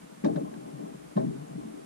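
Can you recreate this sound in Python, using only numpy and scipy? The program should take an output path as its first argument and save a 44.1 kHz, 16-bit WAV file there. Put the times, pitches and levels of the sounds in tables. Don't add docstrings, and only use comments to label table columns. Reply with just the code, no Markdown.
import sys
import numpy as np
from scipy import signal
from scipy.fft import rfft, irfft
from scipy.io import wavfile

SR = 44100
rng = np.random.default_rng(int(sys.argv[2]) if len(sys.argv) > 2 else 0)


def dump(signal):
    limited = np.clip(np.atleast_2d(signal).T, -1, 1)
    pcm = np.round(limited * 32767).astype(np.int16)
    wavfile.write(sys.argv[1], SR, pcm)


def invert_db(level):
    return 10 ** (np.asarray(level, dtype=float) / 20)


N = 81585


def curve(table, at):
    return np.interp(at, *np.array(table, float)[:, :2].T)


def band(x, hz, width):
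    return signal.lfilter(*signal.iirpeak(hz, hz / width, fs=SR), x)


def unit(x):
    return x / np.sqrt(np.mean(x ** 2))


def push(x, ms):
    w = np.hanning(int(max(ms, 0.1) * SR / 1000) + 3)
    return np.convolve(x, w / w.sum())[:len(x)]


def ports_from(mid, side):
    return np.array([mid + side, mid - side])


# pitch in Hz, level in dB, t60 in seconds, side over mid in dB, side lead in radians.
HULL_MODES = [(133.2, -7.5, 0.319, 1, 1), (150, -11.5, 0.59, -2.5, 0.76), (172.3, 4, 0.12, -5, 1),
              (181, 4.5, 0.049, -23, 0.66), (217, 1, 0.29, -4, 1), (252.4, -10, 0.47, -5, 0.39),
              (268, 0, 0.28, 2.5, 0.76), (288.9, -8.5, 0.54, 2, 0.41), (303.2, -4.5, 0.59, 3.5, 0.24),
              (340, -2.5, 0.13, 6, 0.56), (380.8, -7.5, 0.38, 13, 0.19), (407.4, -9, 0.31, 2.5, 0.84),
              (451, -11, 0.39, 8, 0.49)]
MOUNT_MODES = [(510, -9, 0.07, -9, 0.36), (553, -8, 0.14, -20, 0.35), (600, -7, 0.077, 12.5, 0.24),
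               (650, -18, 0.21, 23, 0.069), (700, -8.5, 0.076, 11.5, 0.29), (787, -10, 0.1, 16.5, 0.33),
               (859.8, -10.5, 0.12, -10, 0.15), (1058, -4.5, 0.042, 16, 0.27), (1220, -17, 0.11, 14, 0.34),
               (1190, -46, 0.054, 26, 0.75), (1640, -45, 0.02, 3, .4), (1860, -33.5, 0.049, -4, .4)]
TWIN_SPLIT, TWIN_DB, TWIN_TURN = 0.0246, -1.5, 1


def plate():
    modes = HULL_MODES + MOUNT_MODES
    twins = []
    for k, (hz, db, t60, side_db, lead) in enumerate(modes):
        turn = TWIN_TURN * (-1) ** k
        twins.append((hz * (1 + TWIN_SPLIT), db + TWIN_DB, t60, side_db, lead + turn))
    return modes + twins


# start in seconds, level in dB, push in ms, chatter in ms, best-rung pitch in Hz.
KNOCKS = [(0.231, -43, 4.6, 6.5, 186), (.238, -27.5, 1.9, 11.4, 340), (0.248, -33, 1.1, 13, 220),
          (0.253, -22, 1.02, 19, 600), (0.265, -28, 1.9, 8.6, 600), (0.284, -31, 0.75, 9.6, 700),
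          (0.298, -27, 1.73, 9.4, 258), (.318, -30, 1.5, 7.6, 304), (0.349, -32.5, 1.2, 26, 567),
          (.361, -34, 0.54, 1.3, 190), (.372, -31.5, 0.665, 9, 550), (0.404, -36, 1.15, 39, 277),
          (0.437, -36.5, 1.8, 7.7, 168), (1.156, -23.5, 6, 4.5, 156), (1.165, -28, 1.2, 15.4, 199),
          (1.174, -23.5, 0.8, 9.8, 650), (1.19, -42, 0.75, 10, 650), (1.207, -27.5, 1.23, 24, 243),
          (1.240, -25, 3.2, 25, 238), (1.262, -35.5, 2, 9.9, 140), (1.277, -38.5, 1.9, 3.3, 214),
          (1.348, -35, 3.3, 20, 249), (1.377, -44, 2.6, 22, 143)]
# start in seconds, level in dB, best-rung pitch in Hz.
NUDGES = [(.001, -51.5, 191), (.025, -45, 167), (0.125, -51, 184), (0.177, -55, 192), (0.506, -39, 262),
          (0.531, -43.5, 367), (0.568, -42, 149), (.635, -39.5, 179), (0.671, -40, 286), (0.735, -44, 150),
          (0.791, -36, 299), (0.834, -41, 306), (0.863, -40, 310), (0.908, -41.5, 315), (.940, -41, 410),
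          (0.951, -46.5, 150), (1.046, -48, 162), (1.301, -32, 367), (1.42, -48, 148), (1.455, -41.5, 289),
          (1.51, -37, 150), (1.553, -40, 189), (1.580, -35.5, 320), (1.61, -42, 182), (1.652, -39, 269),
          (1.693, -46, 175), (1.739, -43.5, 285), (1.77, -40, 323), (1.819, -51, 295)]
NUDGE_PUSH_MS, NUDGE_CHATTER_MS = 2.6, 3.3
BLOW_DB = -6
SCATTER_DB, FAVOUR_DB, FAVOUR_OCT = 1.5, 10.5, 0.39
FLIP_SHARE, FLIP_MOUNT = 0.3, 0.5


def blows(modes):
    hz = np.array(modes)[:, 0]
    span = 4096
    force = np.zeros((len(hz), N))
    t = np.arange(span) / SR
    flip_chance = np.where(hz < MOUNT_MODES[0][0], FLIP_SHARE, FLIP_MOUNT)
    nudges = [(s, db, NUDGE_PUSH_MS, NUDGE_CHATTER_MS, best) for s, db, best in NUDGES]
    for s, db, push_ms, chatter_ms, best in KNOCKS + nudges:
        contacts = rng.random(span) < 0.012
        hits = rng.standard_normal(span) * contacts * np.exp(-t * 1000 / max(chatter_ms, 1))
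        hits[0] = 2.3
        favour = FAVOUR_DB * (np.exp(-(np.log2(hz / best) / FAVOUR_OCT) ** 2) - 1)
        sign = np.where(rng.random(len(hz)) < flip_chance, -1, 1)
        weight = invert_db(favour + SCATTER_DB * rng.standard_normal(len(hz))) * sign
        i = int(s * SR)
        x = (push(hits, push_ms) / np.sqrt(np.sum(hits ** 2)))[:N - i]
        force[:, i:i + len(x)] += invert_db(db + BLOW_DB) * np.outer(weight, x)
    return force


def ring(force, modes):
    out = np.zeros((2, N))
    for x, (hz, db, t60, side_db, lead) in zip(force, modes):
        decay = np.log(1000) / (max(t60, 0.02) * SR)
        pole = np.exp(2j * np.pi * hz / SR - decay)
        z = invert_db(db) * signal.lfilter([1], [1, -pole], x + 0j)
        out += [z.imag, invert_db(side_db) * (z * np.exp(1j * lead)).imag]
    return out


# peak in seconds as heard through the slow bass cut, level in dB, pitch in Hz, side over mid in dB.
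THUMPS = [(0.252, -21, 203.6, -20), (0.254, -38.5, 340, 16), (.258, -49, 600, 25), (.271, -25, 294, -9),
          (.275, -27, 275, 2), (.29, -49, 700, 16), (0.311, -40, 300, 2), (0.322, -25.5, 275, -14),
          (0.327, -30.5, 170, -16), (.366, -26.5, 179, -7), (.385, -42, 547, 10), (.407, -33.5, 238, -7),
          (.42, -35, 313, 7.5), (.434, -29, 290, -9), (.441, -32, 170, -8), (1.172, -22.5, 196.6, -12),
          (1.17, -48, 280, 21), (1.183, -35.5, 400, 8), (1.19, -57, 700, 16), (1.208, -27.5, 235, -3),
          (1.212, -36, 366, 5), (1.223, -30, 250, 6), (1.236, -35.5, 298, -6), (1.273, -26, 152, -1),
          (1.29, -37, 267, 7), (1.303, -31.5, 154, 1), (1.382, -54, 300, 8), (1.392, -33, 150, -10),
          (1.429, -37.5, 150, -7), (.031, -45, 163.8, -6), (0.133, -45.5, 182, -1), (0.746, -33.5, 150, -5),
          (0.846, -35.5, 192, -14), (0.951, -43, 168, -17), (1.053, -47, 170, -16), (1.333, -54, 139, -13),
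          (1.355, -43, 216, -6), (1.515, -36, 161, -6), (1.563, -36, 183, -3), (1.658, -40, 230, -13),
          (.258, -44, 859, -3), (1.175, -45, 812, -3), (.516, -38, 270, -10), (.58, -41.5, 155, -6),
          (.81, -46.5, 304, -4), (.885, -50, 418, -3), (0.919, -47.5, 294, -1), (1.62, -49, 161, -6),
          (1.19, -38.5, 374, -2)]
THUMP_RISE_MS, THUMP_FALL_MS, THUMP_LEAD = 7.3, 8.6, 0.99
THUMP_EARLY_MS, THUMP_EARLY_HZ = 6, 200


def thumps(t):
    out = np.zeros((2, N))
    for s, db, hz, side_db in THUMPS:
        near = slice(int(s * SR) - 2048, int(s * SR) + 2048)
        age = t[near] - s + THUMP_EARLY_MS / 1000 * (THUMP_EARLY_HZ / hz) ** 1.5
        length_ms = np.where(age < 0, THUMP_RISE_MS, THUMP_FALL_MS)
        swell = invert_db(db) * np.exp(-(age * 1000 / length_ms) ** 2)
        turn = 2 * np.pi * (hz * age + rng.random())
        out[:, near] += [swell * np.sin(turn), invert_db(side_db) * swell * np.sin(turn + THUMP_LEAD)]
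    return out


# start in seconds, level in dB, t60 in seconds, top in Hz.
CRACKS = [
    (0.241, -35.5, 0.012, 2900),
    (0.244, -41, 0.07, 7000),
    (0.26, -56, 0.07, 6500),
    (0.358, -48, 0.06, 5700),
    (0.538, -55, 0.055, 4120),
    (1.166, -53.5, 0.19, 5500),
    (1.19, -55, 0.11, 2480),
    (1.165, -39.5, 0.018, 3570),
]
# centre in Hz, width in Hz, level in dB.
CRACK_BODY = [(874, 113, 5), (1110, 187, 3), (1560, 134, 6.5), (1747, 71, -1), (2400, 220, -25),
              (3040, 210, -12), (3700, 150, -2), (4020, 63, -11), (4940, 360, -22), (5740, 810, -25),
              (2610, 1300, -20.5)]
CRACK_SIDE_DB = -1.5


def cracks(t):
    grit = rng.standard_normal((2, N))
    noise = np.zeros((2, N))
    for s, db, t60, top_hz in CRACKS:
        attack = np.clip((t - s) / 0.0023, 0, 1)
        burst = grit * invert_db(db - 60 * np.clip(t - s, 0, 1) / t60) * attack
        noise += signal.sosfilt(signal.butter(4, top_hz, fs=SR, output="sos"), burst)
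    body = sum(invert_db(db) * band(noise, hz, width) for hz, width, db in CRACK_BODY)
    return 4 * invert_db(np.array([[0], [CRACK_SIDE_DB]])) * body


TICK_S, TICK_MS, TICK_HZ, TICK_DB = 1.482, 3.5, 6800, -58


def tick(t):
    swell = invert_db(TICK_DB) * np.exp(-((t - TICK_S) * 1000 / TICK_MS) ** 2)
    return swell * np.sin(2 * np.pi * TICK_HZ * t) * [[1], [0.4]]


# time in seconds, level in dB.
GEAR = [(0, -52), (.22, -51.5), (.4, -42), (.6, -46), (.85, -45.5), (1.0, -50), (1.14, -48), (1.25, -46),
        (1.47, -48), (1.6, -45), (1.85, -50.5)]
GEAR_DB, GEAR_PUSH_MS = -21.5, 0.93
GEAR_PER_S, GEAR_SPREAD_DB = 400, 2.5


def gear(count, t):
    when = rng.random(N) < GEAR_PER_S / SR
    uneven = GEAR_SPREAD_DB * np.minimum(rng.exponential(size=N), 3)
    size = when * invert_db(uneven + curve(GEAR, t) + GEAR_DB)
    return np.array([push(size * rng.standard_normal(N), GEAR_PUSH_MS) for _ in range(count)])


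# time in seconds, level in dB.
SWAY = [
    (0.0, -62),
    (0.18, -80.5),
    (0.262, -58),
    (0.412, -71.5),
    (1.144, -71),
    (1.21, -57),
    (1.54, -73.5),
    (1.56, -66),
    (1.85, -76),
]
SWAY_HZ, SWAY_WIDTH_HZ, SWAY_SIDE_DB = 52, 22, -7


def sway(t):
    x = rng.standard_normal((2, N))
    wobble = unit(band(x, SWAY_HZ, SWAY_WIDTH_HZ) + 0.49 * band(x, 88, 79))
    return wobble * invert_db(curve(SWAY, t)) * invert_db(np.array([[0], [SWAY_SIDE_DB]]))


# pitch in Hz, level in dB per Hz.
HISS = [(290, -33), (500, 1), (568, -14.5), (645, -6), (1350, -6.5), (4890, -17.5), (9780, -15.5),
        (12600, -25.5), (14700, -27)]
# pitch in Hz, left minus right in dB.
HISS_PAN = [(1000, -2.5), (4000, 0.5), (8000, -3.5), (12000, -1)]
HISS_DB = -60.5


def hiss():
    log_hz = np.log(np.fft.rfftfreq(N, 1 / SR) + 1)

    def shape(table):
        hz, db = np.array(table).T
        return np.interp(log_hz, np.log(hz), db)

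    db = shape(HISS) + np.array([[0.5], [-0.5]]) * shape(HISS_PAN)
    return unit(irfft(rfft(rng.standard_normal((2, N))) * invert_db(db), N)) * invert_db(HISS_DB + 4.5)


BASS_CUT_HZ, BASS_LEAK_DB = 128, -32


def scene():
    t = np.arange(N) / SR
    modes = plate()
    hull = ring(blows(modes) + gear(len(modes), t), modes)
    ports = ports_from(*(hull + cracks(t) + tick(t) + thumps(t))) + hiss()
    bass_cut = signal.ellip(8, 0.5, 50, BASS_CUT_HZ, "high", fs=SR, output="sos")
    cut = signal.sosfilt(bass_cut, ports)
    return cut + invert_db(BASS_LEAK_DB) * ports + ports_from(*sway(t))


# time in seconds,
# highest pitch kept in Hz.
REACH = [(0, 14900), (.255, 14900), (.27, 12900), (.38, 14100), (.535, 14250), (.55, 14900), (1.165, 14900),
         (1.18, 12750), (1.28, 12750), (1.31, 13500), (1.39, 13150), (1.45, 14200), (1.53, 14200),
         (1.55, 13450), (1.81, 13350), (1.84, 14000)]


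def treble_ceiling(x):
    hz, s, z = signal.stft(x, SR, nperseg=1024)
    return signal.istft(z * (hz[:, None] < curve(REACH, s)), SR, nperseg=1024)[1][:, :N]


def band_limit(x):
    return signal.sosfilt(signal.butter(12, 14890, fs=SR, output="sos"), x)


TOP_HZ = 14870


def record(dry):
    top_cut = signal.ellip(10, 0.2, 80, TOP_HZ, fs=SR, output="sos")
    mix = signal.sosfilt(top_cut, treble_ceiling(dry))
    return band_limit(mix)


dry = scene()
out = record(dry)
dump(out)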